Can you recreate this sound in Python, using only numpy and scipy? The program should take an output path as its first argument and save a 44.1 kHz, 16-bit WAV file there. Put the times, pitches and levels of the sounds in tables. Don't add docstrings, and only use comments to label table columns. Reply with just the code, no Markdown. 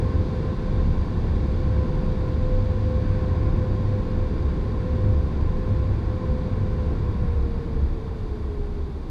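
import sys
import numpy as np
from scipy import signal
from scipy.fft import rfft, irfft
from scipy.io import wavfile
from scipy.ndimage import uniform_filter1d

SR = 44100
rng = np.random.default_rng(int(sys.argv[2]) if len(sys.argv) > 2 else 0)


def bounce(signal):
    frames = np.transpose(np.atleast_2d(signal))
    limited = np.clip(frames, -1, 1)
    pcm = np.round(limited * 32767).astype(np.int16)
    wavfile.write(sys.argv[1], SR, pcm)


N = 401310
T = np.arange(N) / SR
HZ = np.fft.rfftfreq(N, 1 / SR)

BLADE_HZ, CUT_S, COAST_S = 509.2, 6.78, 7.6


def amp(db):
    return 10 ** (np.asarray(db) / 20)


def evened(x):
    return x / np.sqrt(np.mean(abs(x) ** 2) + 1e-30)


def level_curve(points):
    times_s, levels_db = np.transpose(points)
    return np.interp(T, times_s, levels_db)


def spectrum_db(points):
    point_hz, point_db = np.transpose(points)
    return np.interp(np.log(HZ + 1), np.log(point_hz + 1), point_db, right=-np.inf)


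def noise(gain):
    white = rng.standard_normal(N)
    return evened(irfft(rfft(white) * gain, N))


def drift(rate_hz):
    return noise(1 / (1 + (HZ / rate_hz) ** 4))


def resonance(hz, width_hz):
    return noise(1 / (1 + (2 * (HZ - hz) / width_hz) ** 2))


def steadied(x, seconds):
    size = max(int(seconds * SR), 8)
    power = uniform_filter1d(uniform_filter1d(x ** 2, size), size)
    return x / np.sqrt(power + 1e-6)


def fan_speed(t):
    return 1 / (1 + np.maximum(t - CUT_S, 0) / COAST_S)


def blast_level(start_db, db_per_s, swell_db, speed_power, lag_s=0):
    swell_s, swell_half_s = 3.34, 0.37
    swell = swell_db * np.exp(-((T - swell_s) / swell_half_s) ** 2)
    progress = db_per_s * np.minimum(T, CUT_S)
    slowing = speed_power * 20 * np.log10(fan_speed(T - lag_s))
    return start_db + progress + swell + slowing


def far_dryers(level_db=-52):
    # frequency_hz, relative_db (per Hz)
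    far_spectrum = [(400, -10.5), (540, 1.5), (680, -0.5), (800, 0), (1000, -5), (1250, -6.5), (1600, -13),
                    (2300, -19), (3000, -32.5)]
    return amp(level_db) * noise(amp(spectrum_db(far_spectrum)))


def hollow_rumble(hz=325, width_hz=135):
    # time_s, level_db
    rumble_levels = [(0, -38), (.6, -40.5), (2.0, -38), (2.7, -42), (3.45, -35.5), (4.0, -39), (5.65, -39),
                     (6.0, -41.5), (6.6, -44), (6.95, -37.5), (7.2, -44), (7.5, -42), (7.85, -44),
                     (9.1, -45.5)]
    return amp(level_curve(rumble_levels)) * steadied(resonance(hz, width_hz), seconds=0.27)


def cabin_boom(billow_db=0.3, billow_hz=3.3):
    # frequency_hz, width_hz, trim_db
    air_modes = [(28.5, 7.9, 0.15), (70.7, 14, -0.5), (99.7, 11.3, 0)]
    # time_s, level_db
    throb_levels = [(0, -47), (.68, -29.5), (.8, -23.5), (1.1, -25), (1.4, -31), (2.05, -28), (2.3, -28),
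                    (2.57, -22.5), (2.85, -36), (3.1, -30), (3.3, -31), (3.55, -27.5), (3.8, -34),
                    (4.2, -27), (4.5, -36), (5.25, -30.5), (5.5, -26.5), (5.85, -33.5), (6.6, -33),
                    (6.95, -29.5), (7.8, -27.5), (8.25, -36), (8.7, -30), (9.1, -38)]
    boom_levels = [(0, -23.5), (.28, -30), (.58, -43), (.8, -24.5), (1.1, -29), (1.5, -24.5), (1.8, -26.5),
                   (2.05, -34.5), (2.3, -23.5), (2.53, -33), (2.92, -26.5), (3.2, -28.5), (3.47, -23),
                   (3.9, -35), (4.2, -35), (4.47, -22.5), (4.68, -34.5), (5.1, -22), (5.5, -28),
                   (5.75, -27.5), (6.15, -31), (6.35, -26), (6.5, -46), (6.78, -24), (7.05, -26),
                   (7.42, -24.5), (7.62, -31.5), (7.85, -24), (8.05, -37), (8.3, -32.5), (8.55, -29),
                   (9.1, -34)]
    drone_levels = [(0, -24.5), (.55, -38), (1.0, -28.5), (1.45, -32), (1.8, -28.5), (2.1, -32), (2.8, -26),
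                    (3.25, -26.5), (3.7, -23.5), (4.15, -31), (4.75, -33), (5.1, -23), (5.45, -32),
                    (5.8, -25), (6.35, -32), (6.55, -27.5), (7.2, -30.5), (7.55, -41), (8.0, -33.5),
                    (9.1, -56)]
    boom = np.zeros(N)
    for (hz, width_hz, trim_db), points in zip(air_modes, (throb_levels, boom_levels, drone_levels)):
        level_db = level_curve(points) + trim_db + billow_db * drift(billow_hz)
        boom += amp(level_db) * steadied(resonance(hz, width_hz), seconds=0.3)
    return boom


def air_blast(buffet_trim_db=8.0, roar_trim_db=1.0, hiss_trim_db=1.0, gust_db=-0.3, flutter_db=0.26):
    # frequency_hz, relative_db (per Hz)
    buffet_spectrum = [(14, -40), (21, -5), (38, 7), (55, 8), (85, 6), (120, -2), (170, -5.5), (225, -3),
                       (250, -5), (280, -10.5), (360, -11.5), (400, -10), (455, -9), (490, -17),
                       (560, -25.5), (900, -57)]
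    roar_spectrum = [(200, -8), (450, 1), (530, 3.5), (580, 0.1), (800, -4), (950, 0), (1250, -10),
                     (1800, -10), (2450, -16.2), (3100, -23.5), (5000, -85.5)]
    hiss_spectrum = [(1500, -19.5), (2700, -3), (3400, 3), (4800, -0.5), (5200, -7), (6200, -9),
                     (7200, -15), (9000, -22), (13000, -41.5)]
    # frequency_hz, width_hz (at half the dB), gain_db
    panel_bands = [(767, 67, 4), (1210, 58, -0.5), (1410, 110, 4), (1545, 84, 4.5), (1740, 70, 3),
                   (2100, 70, -2), (2280, 210, 3.5), (2750, 90, 2), (3030, 150, -3.5), (3670, 260, 2),
                   (3980, 150, -1), (4230, 130, 1.5), (4470, 110, -5.5), (4590, 200, 4), (4800, 63, 3.5)]
    # frequency_hz, width_hz, gain_db (against the drumming)
    roof_modes = [(141.7, 30, -4), (171.6, 10, -8), (196.4, 26, -9.5), (224, 14, -13.5)]
    # time_s, level_db
    drumming_levels = [(0, -31), (.9, -29.5), (1.4, -32), (2, -29), (2.65, -35.5), (3.15, -29.5),
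                       (3.8, -29.5), (4.45, -36), (4.8, -31.5), (5.8, -33), (6.05, -36.5), (6.4, -30.5),
                       (7.15, -31), (7.35, -34.5), (7.7, -34.5), (8.3, -44), (8.7, -40), (9.1, -45)]
    # frequency_hz, width_hz, gain_db (against the roar before its trim)
    nozzle_whistles = [(1045, 72, -7.5), (1099, 55, -11.5)]
    # start_db, slope_db_per_s, swell_db, power of the fan's speed
    on_body = (-34, -0.18, -0.5, 2.5)
    at_nozzles = (-43.5, -0.2338, 1.2, 3.5)
    on_glass = (-56, -0.46, 0, 1.5)

    buffet_level = blast_level(*on_body)
    hiss_level = blast_level(*on_glass)
    roar_level = blast_level(*at_nozzles, lag_s=0.36)
    panels_db = sum(db * np.exp(-np.log(2) * (2 * (HZ - hz) / width_hz) ** 2)
                    for hz, width_hz, db in panel_bands)

    gusts = drift(rate_hz=11)
    glass_flutter = drift(rate_hz=46)

    roof = amp(level_curve(drumming_levels)) * sum(
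        amp(db) * steadied(resonance(hz, width_hz), seconds=0.23) for hz, width_hz, db in roof_modes)
    body = amp(buffet_level + buffet_trim_db + gust_db * gusts) * noise(amp(spectrum_db(buffet_spectrum)))
    roar = amp(roar_level + roar_trim_db + flutter_db * gusts)
    roar = roar * noise(amp(spectrum_db(roar_spectrum) + panels_db))
    whistles = amp(roar_level) * sum(
        amp(db) * steadied(resonance(hz, width_hz), seconds=0.14) for hz, width_hz, db in nozzle_whistles)
    hiss = amp(hiss_level + hiss_trim_db + flutter_db * glass_flutter)
    hiss = hiss * noise(amp(spectrum_db(hiss_spectrum) + panels_db))
    return roof + body + roar + whistles + hiss


def fan_whistle(hz=1038, width_hz=50, wander_hz=10, level_db=-53.5, stall_speed=.925, stall_range=.015):
    # time_s, rise_db
    flare_moments = [(.12, 8), (.82, 7), (1.83, 8), (6.23, 12.5)]
    flare_half_s = 0.025
    speed = fan_speed(T)
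    phase = 2 * np.pi * np.cumsum(hz * speed + wander_hz * drift(rate_hz=6.88)) / SR
    song = drift(width_hz / 2) * np.cos(phase) + drift(width_hz / 2) * np.sin(phase)
    singing = .5 + .5 * np.tanh((speed - stall_speed) / stall_range)
    flare_db = sum(db * np.exp(-((T - s) / flare_half_s) ** 2) for s, db in flare_moments)
    return amp(level_db + flare_db) * singing * steadied(song, seconds=0.072)


def tunnel(x, t60_s, wet_db):
    t = np.arange(2 * SR) / SR
    tail = rng.standard_normal(len(t)) * amp(-60 * t / t60_s)
    echo = signal.fftconvolve(x, tail)[:N]
    return evened(x + amp(wet_db) * steadied(evened(echo), seconds=.4))


def fan(wander_rad=0.12, rough=0.19, echo_share=0.66, apart_hz=25):
    # multiple, relative_db
    blade_partials = [(1, 0.5), (2, -21.5), (3, -28.5)]
    # time_s, level_db
    tone_levels = [(0, -38.5), (.42, -40.5), (.55, -44), (.8, -40.5), (1.22, -49), (1.8, -36.5),
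                   (2.02, -39.5), (2.2, -37), (2.34, -44), (2.45, -32.5), (2.6, -33.5), (2.72, -39),
                   (2.92, -33.5), (3.04, -38.5), (3.3, -37), (3.42, -39.5), (3.62, -35), (3.73, -41.5),
                   (3.8, -38), (4.2, -38.5), (4.42, -43), (4.72, -43.5), (4.85, -37), (5.15, -37),
                   (5.3, -49), (5.5, -42), (5.82, -38), (5.97, -52), (6.12, -39), (6.35, -38.5),
                   (6.52, -39), (6.58, -49), (6.66, -39.5), (6.82, -40.5), (7.05, -46), (7.26, -40),
                   (7.5, -40), (8.2, -44), (8.58, -39.5), (8.85, -44), (9.1, -53)]
    blade_hz = BLADE_HZ * fan_speed(T)
    phase = 2 * np.pi * np.cumsum(blade_hz) / SR + wander_rad * drift(rate_hz=4.1)
    tone = evened(sum(amp(db) * np.sin(round(multiple) * phase) * (1 + rough * drift(rate_hz=10.0))
                      for multiple, db in blade_partials))
    pitch_fall = np.minimum((BLADE_HZ - blade_hz) / apart_hz, 1)
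    wet = np.clip(echo_share * pitch_fall, 0, 1)
    heard = np.sqrt(1 - wet) * tone + np.sqrt(wet) * tunnel(tone, t60_s=2.6, wet_db=14)
    return amp(level_curve(tone_levels)) * steadied(heard, seconds=0.2)


def scene():
    background = far_dryers() + hollow_rumble() + cabin_boom()
    return (background + air_blast() + fan_whistle() + fan())[None]


def record(dry):
    # frequency_hz, relative_db (per Hz)
    hiss_of_mic = [(1000, 0), (8000, 0), (10000, -1.5), (12000, -4.5), (14000, -9), (15200, -16)]
    edge_hz = 15200
    own_hiss = amp(-72.5) * noise(amp(spectrum_db(hiss_of_mic)))
    low_pass = signal.firwin(511, edge_hz, window=("kaiser", 9), fs=SR)
    return signal.oaconvolve(dry + own_hiss, low_pass[None], "same")


dry = scene()
out = record(dry)
bounce(out)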